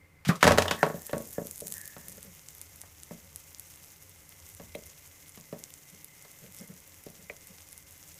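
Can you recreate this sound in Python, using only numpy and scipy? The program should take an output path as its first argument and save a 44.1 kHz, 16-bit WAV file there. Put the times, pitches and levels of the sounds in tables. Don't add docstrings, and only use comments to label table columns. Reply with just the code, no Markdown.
import sys
import numpy as np
from scipy import signal
from scipy.fft import rfft, irfft
from scipy.io import wavfile

SR = 44100
rng = np.random.default_rng(int(sys.argv[2]) if len(sys.argv) > 2 else 0)


def master_out(mix):
    frames = np.transpose(np.atleast_2d(mix))
    ceiling = np.clip(frames, -1, 1)
    pcm = np.round(ceiling * 32767).astype(np.int16)
    wavfile.write(sys.argv[1], SR, pcm)


N = 361380
TIME, FREQS = np.arange(N) / SR, np.fft.rfftfreq(N, 1 / SR)
WET_DB, DRY_DB = -51.5, -57.5


def amp(db):
    return 10 ** (np.asarray(db) / 20)


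def unit(x):
    return x / np.sqrt(np.mean(x ** 2) + 1e-20)


def at_hz(points, hz):
    f, value = np.transpose(points)
    return np.interp(np.log(hz + 1), np.log(f + 1), value)


def curve(points):
    return np.interp(TIME, *np.transpose(points))


def add(mix, s, sound):
    part = mix[max(round(s * SR), 0):][:len(sound)]
    part += sound[:len(part)]


def coloured(x, points):
    return unit(irfft(rfft(x) * amp(at_hz(points, FREQS)), N))


def drift(per_s):
    return unit(irfft(rfft(rng.standard_normal(N)) * np.exp(-(FREQS / per_s) ** 2), N))


def swell(t, rise_s, decay_s):
    return np.exp(-abs(t) / np.where(t < 0, rise_s, decay_s))


def whistle(hz, width_hz):
    band = 1 + ((FREQS - hz) / (width_hz / 2)) ** 2
    return unit(irfft(rfft(rng.standard_normal(N)) / band, N))


def burner():
    # f/Hz, level/dB
    rush_tone = [(20, -15), (45, -10.5), (65, -13), (88, 1), (115, -11), (148, 1), (175, -6.5),
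                 (250, -18.5), (295, -6), (350, -19), (440, -11), (480, -20.5), (540, -8.5), (620, -21),
                 (850, -17.5), (1400, -21.5), (2300, -19), (3200, -29.5), (15000, -31)]
    # t/s, level/dB
    flutter_levels = [(0, -67.5), (1.2, -64), (3, -62.5), (4.1, -67.5), (4.65, -56), (5.8, -83.5),
                      (6.5, -71), (8.19, -66)]
    # t/s, level/dB
    jet_levels = [(0, -70), (3.6, -72), (4.6, -67.5), (8.19, -69.5)]
    rush = amp(-62) * coloured(rng.standard_normal(N), rush_tone)
    waver_db = 3.5 * np.tanh(drift(7.8))
    jet = amp(curve(jet_levels) + waver_db) * whistle(hz=2080, width_hz=145)
    flutter = amp(curve(flutter_levels)) * whistle(hz=82, width_hz=30)
    return rush + flutter + jet


def splats():
    # t/s, level/dB, rise/s, decay/s, centre/Hz, spread/octaves
    smacks = [(0.2494, -38.5, 0.0012, 0.055, 1880, 2.15), (0.276, -31.5, .011, 0.015, 4006, 2.1),
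              (0.287, -28, 0.0041, 0.021, 1520, 1), (.289, -28.5, 0.0017, 0.029, 418, 1.7),
              (.298, -27, 0.0049, 0.025, 1136, 0.28), (0.355, -44, 0.00078, 0.013, 4900, 1.3),
              (0.408, -39, 0.001, 0.04, 1880, 2.1), (6.586, -54, .006, 0.0062, 6000, .5)]
    out, t = np.zeros(N), np.arange(SR // 4) / SR
    octave = np.log2(np.fft.rfftfreq(len(t), 1 / SR) + 1)
    for s, db, rise, decay, centre_hz, spread in smacks:
        band = 1 / (1 + ((octave - np.log2(centre_hz)) / spread) ** 2) ** 2
        spray = unit(irfft(rfft(rng.standard_normal(len(t))) * band, len(t)))
        envelope = np.minimum(t / rise, 1) * np.exp(-np.maximum(t - rise, 0) / decay)
        add(out, s, amp(db) * spray * envelope)
    return out


def frying(land_s=.25, land_db=-66, build_s=.22, dry_at_s=1.75, settle_s=.33):
    # peak t/s, boost/dB, half length/s
    swells = [(1.69, 3.5, 0.065), (2.09, 3, 0.04), (2.56, 1, 0.085), (3.9, 2.5, 0.03), (4.498, 1.8, 0.082),
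              (6.579, 2.5, 0.066), (8.17, 1.5, 0.17)]
    building = (land_db - WET_DB) * np.exp(-np.maximum(TIME - land_s, 0) / build_s)
    settling = (DRY_DB - WET_DB) * (1 - np.exp(-np.maximum(TIME - dry_at_s, 0) / settle_s))
    swelling = sum(db * np.exp(-((TIME - s) / length) ** 2) for s, db, length in swells)
    return np.where(TIME < land_s, -100, WET_DB + building + settling + swelling)


def crackle(per_s, spread_db, pitches=14, decay_cycles=.82):
    out, t = np.zeros(N), np.arange(96) / SR
    count = max(int(per_s * N / SR / pitches), 1)
    for hz in np.geomspace(3500, 15000, pitches):
        when, luck = rng.random((count, 2)).T
        size = np.minimum(-np.log(1 - luck), 3.3)
        clicks = np.bincount((when * N).astype(int), amp(spread_db * size), N)
        ping = np.sin(2 * np.pi * hz * t) * np.exp(-t * hz / decay_cycles)
        out += np.convolve(clicks, ping)[:N] * np.sqrt(hz)
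    return unit(out)


def sizzle(fresh_db=-48, settled_db=-57):
    # f/Hz, level/dB
    fresh_tone = [(500, -8), (2000, -16), (4200, -15), (5500, -5), (7000, 3), (9500, -4), (13000, 3.5),
                  (15500, -1.5)]
    # f/Hz, level/dB
    settled_tone = [(500, -6), (1500, -5), (2800, -3), (4400, -8.5), (5500, -1), (6500, 2), (9500, -3),
                    (12500, 0.5), (15500, -3)]
    level_db = frying() + .3 * drift(3.2)
    flicker = drift(33)
    fizz, snaps = crackle(per_s=1300, spread_db=6.5), crackle(per_s=150, spread_db=6)
    wash = amp(1.5) * rng.standard_normal(N) + amp(-5) * fizz
    clusters = unit(snaps * amp(3 * np.tanh(flicker)))
    bubbles = wash * amp(1.38 * flicker) + amp(-6) * clusters
    fresh = np.clip((level_db - settled_db) / (fresh_db - settled_db), 0, 1)
    blend = fresh * coloured(bubbles, fresh_tone) + (1 - fresh) * coloured(bubbles, settled_tone)
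    return amp(level_db + 2.5) * blend


def small_pops(wet_per_s=32, dry_per_s=6, above_frying_db=24.5):
    level_db = frying()
    wet = np.clip((level_db - DRY_DB) / (WET_DB - DRY_DB), 0, 2)
    per_s = dry_per_s + wet * (wet_per_s - dry_per_s)
    at = np.flatnonzero(rng.random(N) < per_s / SR)
    size, pitch = rng.standard_normal((N, 2))[at].T
    return list(zip(TIME[at], level_db[at] + above_frying_db + 2 * size, 10700 * 2 ** (.14 * pitch)))


def pops(decay_cycles=.77, lead_s=.006):
    # t/s, level/dB, f/Hz
    big_pops = [(1.0675, -20, 11160), (1.1813, -20, 9000), (1.4702, -19.5, 11300), (1.5117, -17.5, 9900),
                (1.5796, -22, 10400), (1.6042, -19.5, 10100), (1.6085, -18.5, 9500), (1.671, -16.5, 8900),
                (1.6817, -18, 10900), (1.7233, -13, 9800), (1.74, -18, 9050), (1.769, -21, 12100),
                (1.7817, -20, 9850), (1.8144, -22.5, 9430), (1.8776, -21, 11200), (2.084, -20.5, 11700),
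                (2.2296, -23.5, 9900), (2.4865, -23.5, 7400), (2.615, -20, 9700), (2.8158, -21.5, 9100),
                (3.0338, -24, 8100), (3.3602, -17.5, 10500), (3.5475, -27.5, 6160), (3.5971, -19.5, 10800),
                (4.5494, -27.5, 10100), (4.7542, -27.5, 10700), (5.2939, -29.5, 10300),
                (5.411, -31.5, 7000), (5.6389, -21, 7140), (5.7392, -25.5, 8100), (6.0455, -23, 11500),
                (6.5876, -27, 10000), (7.472, -27.5, 10950), (7.729, -26, 10900), (7.7786, -24.5, 9820)]
    out, t = np.zeros(N), np.arange(640) / SR - lead_s
    for s, db, hz in big_pops + small_pops():
        cycles = hz * np.maximum(t, 0)
        snap = np.sin(2 * np.pi * cycles) * np.exp(-cycles / decay_cycles) * (1 - np.exp(-2 * cycles))
        bright_noise = np.diff(rng.standard_normal(len(t) + 1)) / 2
        spit = bright_noise * swell(t, rise_s=.00054, decay_s=.001436)
        add(out, s - lead_s, amp(db - 1) * (snap / abs(snap).max() + amp(-17) * spit))
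    return out


def thumps():
    # t/s, level/dB, f/Hz, rise/s, decay/s
    pushes = [(.269, -17.5, 164, .007, 0.017), (0.29, -5.5, 169, 0.0027, 0.011),
              (.447, -18.5, 88.7, 0.0089, 0.038), (.487, -17, 88.5, .008, 0.039),
              (0.582, -23, 88.5, .01, 0.055), (0.832, -25, 156.2, .005, 0.034),
              (1.132, -24.5, 170.7, 0.004, 0.03), (5.53, -36, 160, 0.0098, .022)]
    out, t = np.zeros(N), np.arange(SR // 2) / SR
    for s, db, hz, rise, decay in pushes:
        envelope = np.exp(-t / decay) * (1 - np.exp(-t / rise))
        add(out, s, -amp(db) * np.sin(2 * np.pi * hz * t) * envelope)
    return signal.lfilter(*signal.butter(2, 55, "high", fs=SR), out)


def kitchen_ring(time_scale, size=16384):
    # f/Hz, time to fade by 60 dB/s
    ring_times = [(100, 0.7), (260, 0.284), (700, 0.42), (1800, 0.24), (5000, 0.25), (15000, 0.18)]
    hz, t, bands = signal.stft(rng.standard_normal(size), SR, nperseg=256)
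    fade_s = time_scale * at_hz(ring_times, hz)[:, None]
    equal_energy = np.sqrt(2 * np.log(1000) / (fade_s * SR))
    return signal.istft(bands * amp(-60 * t / fade_s) * equal_energy, SR, nperseg=256)[1][:size]


def pulse(points, size=4096):
    log_gain = np.log(amp(at_hz(points, abs(np.fft.fftfreq(size, 1 / SR)))))
    return np.fft.ifft(np.exp(np.conj(signal.hilbert(log_gain)))).real[:size // 2]


def metal_chirp(click, delay_at_1khz_s=.001817):
    hz = np.fft.rfftfreq(2 * len(click), 1 / SR)
    phase = 4 * np.pi * delay_at_1khz_s * np.sqrt(1000 * hz)
    return irfft(rfft(click, 2 * len(click)) * np.exp(-1j * phase))[:len(click)]


def blow(thud_db, clang_db, tick_db):
    bass = [(25, thud_db - 16), (65, thud_db - 15), (105, thud_db - 8), (165, thud_db),
            (290, thud_db / 2 - 2)]
    middle = [(450, 0), (620, 0)]
    treble = [(850, clang_db * .71), (1700, clang_db), (2600, (clang_db + tick_db) / 2 - 2),
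              (6000, tick_db), (15000, tick_db - 13.5)]
    return metal_chirp(pulse(bass + middle + treble))


def rocking(thud_db, clang_db, tick_db, rebound_db, gap_s=.035, fall_db=-5.5, dull_db=-10.5):
    force = np.zeros(8192)
    add(force, 0, blow(thud_db, clang_db, tick_db))
    rebound = blow(thud_db, clang_db + dull_db, tick_db + dull_db)
    for k in range(2):
        add(force, (k + 1) * gap_s, amp(rebound_db + k * fall_db) * rebound)
    return force


def contact(chatter_s=.004, split_hz=1000, size=512):
    chatter = rng.choice([-1., 1.], size) * np.exp(-np.arange(size) / SR / chatter_s)
    chatter /= np.linalg.norm(chatter)
    push = signal.lfilter(*signal.butter(2, split_hz, fs=SR), signal.unit_impulse(size))
    return push + signal.lfilter(*signal.butter(2, split_hz, "high", fs=SR), chatter)


def knocks(room_rise_s=.0044):
    # thud/dB, clang/dB, tick/dB, first rebound/dB
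    hits = [(.428, 17, 4.5, 6.5, -7.5, -22), (0.4413, 18.5, 0, -4, -11.5, -14), (.452, 19, 10, -5, -25, -9),
            (0.468, 22, -4, -6, -20, -22), (0.4762, 23, -3, -1, -14.5, -25),
            (.491, 15, 11.5, -12, -19, -10), (.508, 21.5, 5, -9, -23, -25),
            (0.5192, 15, 11.5, -2.5, -12, -22), (.576, 12, -2, -5, -14, -15),
            (.5832, 23, -3.5, -7.5, -15, -16), (0.6214, 4.5, 7, 1, -3, -17), (.655, 10, -2, -7, -28, -20),
            (.681, 4, -4, 2.5, -9.5, -17), (0.7106, 10.5, 4.5, 1, -7, -15),
            (0.8293, 20.5, -5, -3.5, -25, -8.5), (.942, 4.5, 8, -24, -27, -20),
            (1.094, -2, -3, -11, -19, -18), (1.131, 14, 6, -11, -31.5, -5.5),
            (1.381, 10.5, 4, -18, -47, -10), (1.619, 1, 2, -35, -44, -17), (1.965, -7.5, 11, -5, -20, -19),
            (2.835, -17, -1, -0.5, -26, -20), (3.109, 0.5, 10, -18, -30, -16),
            (4.598, -4, 10.5, -11.5, -24, -22), (4.751, 4, -1, -26, -25, -16),
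            (5.374, -11.5, 14, -9, -10, -15), (5.526, 4.5, 6.5, -17.5, -29, -17),
            (6.249, -16, 0, -2.5, -11, -20), (7.064, -3.5, 9.5, -19.5, -23, -21),
            (7.299, -2, -11, -16, -26, -18)]
    # f/Hz, level/dB, time to fade by 60 dB/s
    pan_notes = [(173.1, 3.5, 0.12), (224.7, 4, 0.24), (410, 7, 0.13), (460, 6.5, 0.068), (566, 8, 0.076),
                 (615, 3.5, 0.2), (702, 3.5, .2), (747.4, 5, .2), (847, 2, .1), (927, 9.5, .18),
                 (1111, 10.5, 0.22), (1298, 5, 0.2), (1690, 5, 0.13), (1730, 7.5, 0.11), (1836, 6, 0.1315),
                 (2610, 10, .2), (2870, 3, 0.095), (3184, 6, .12), (5340, 6.5, 0.073), (6670, 6.5, .12)]
    room = amp(-8) * kitchen_ring(time_scale=1)
    out, t = np.zeros(N), np.arange(len(room)) / SR
    room *= 1 - np.exp(-t / room_rise_s)
    for s, db, thud_db, clang_db, tick_db, rebound_db in hits:
        stove_top = amp(-8) * kitchen_ring(time_scale=.32)
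        ring = room + stove_top
        for (hz, note_db, fade_s), luck in zip(pan_notes, rng.standard_normal(len(pan_notes))):
            rate = np.log(1000) / fade_s
            gain = amp(note_db - 3 + 2 * luck) * 2 * rate / SR
            ring += gain * np.exp(-rate * t) * np.cos(2 * np.pi * hz * t + luck)
        add(ring, 0, amp(-2) * contact())
        force = rocking(thud_db, clang_db, tick_db, rebound_db)
        add(out, s - .0008, amp(db) * signal.fftconvolve(force, ring))
    return out


def clinks(pitch_spread=.13, bars=6, rise_s=.00011):
    # t/s, level/dB, f/Hz, decay/s
    touches = [(0.6805, -29, 3220, .009), (0.7091, -32.5, 3320, 0.022), (1.094, -49, 3030, 0.011),
               (4.7495, -32.5, 2360, 0.0024), (4.751, -43, 3620, 0.0041), (6.594, -49, 5670, .006),
               (7.065, -51, 5560, .004), (7.298, -34.5, 2217, 0.0057)]
    out, t = np.zeros(N), np.arange(SR // 6) / SR
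    for s, db, hz, decay in touches:
        offsets = np.linspace(-1, 1, bars) + .05 * rng.standard_normal(bars)
        bar_hz = hz * (1 + pitch_spread * offsets)
        ring = np.sin(2 * np.pi * (bar_hz[:, None] * t + rng.random((bars, 1)))).sum(0)
        add(out, s, amp(db) * unit(ring) * np.exp(-t / decay) * (1 - np.exp(-t / rise_s)))
    return out


def steam(rise_s=.027):
    # peak t/s, level/dB, decay/s
    puffs = [(.8, -43.5, .08), (1.09, -58, 0.05), (1.37, -59, .025), (1.775, -51.5, 0.16)]
    flow = sum(amp(db) * swell(TIME - s, rise_s, decay) for s, db, decay in puffs)
    return flow * whistle(hz=1790, width_hz=230)


def presses():
    # peak t/s, level/dB, decay/s
    rubs = [(1.654, -51.5, 0.081), (2.075, -50.5, 0.053), (2.182, -45.5, 0.01), (2.256, -50.5, 0.038),
            (3.247, -55, 0.015), (5.938, -54, 0.027), (6.444, -49, 0.041), (6.614, -43, 0.027),
            (6.702, -47.5, 0.035), (7.2, -51.5, 0.032), (7.506, -53.5, 0.034)]
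    # f/Hz, level/dB
    dull_tone = [(60, -41), (130, -3), (195, 5.5), (290, -21), (400, -8.5), (570, -9), (800, -33),
                 (2000, -23), (8000, -64)]
    weight = sum(amp(db) * swell(TIME - s, decay / 3, decay) for s, db, decay in rubs)
    return weight * coloured(rng.standard_normal(N), dull_tone)


def scene():
    spits, booms = pops(), thumps()
    echo = signal.fftconvolve(amp(-12) * spits + amp(-15) * booms, kitchen_ring(time_scale=.62))[:N]
    handling = splats() + booms + knocks() + clinks() + presses()
    return (handling + sizzle() + spits + echo + steam() + burner())[None]


def record(dry, cutoff_hz=15450):
    low_pass = signal.firwin(255, cutoff_hz, window=("kaiser", 8), fs=SR)
    return signal.oaconvolve(dry, low_pass[None], "same")


dry = scene()
out = record(dry)
master_out(out)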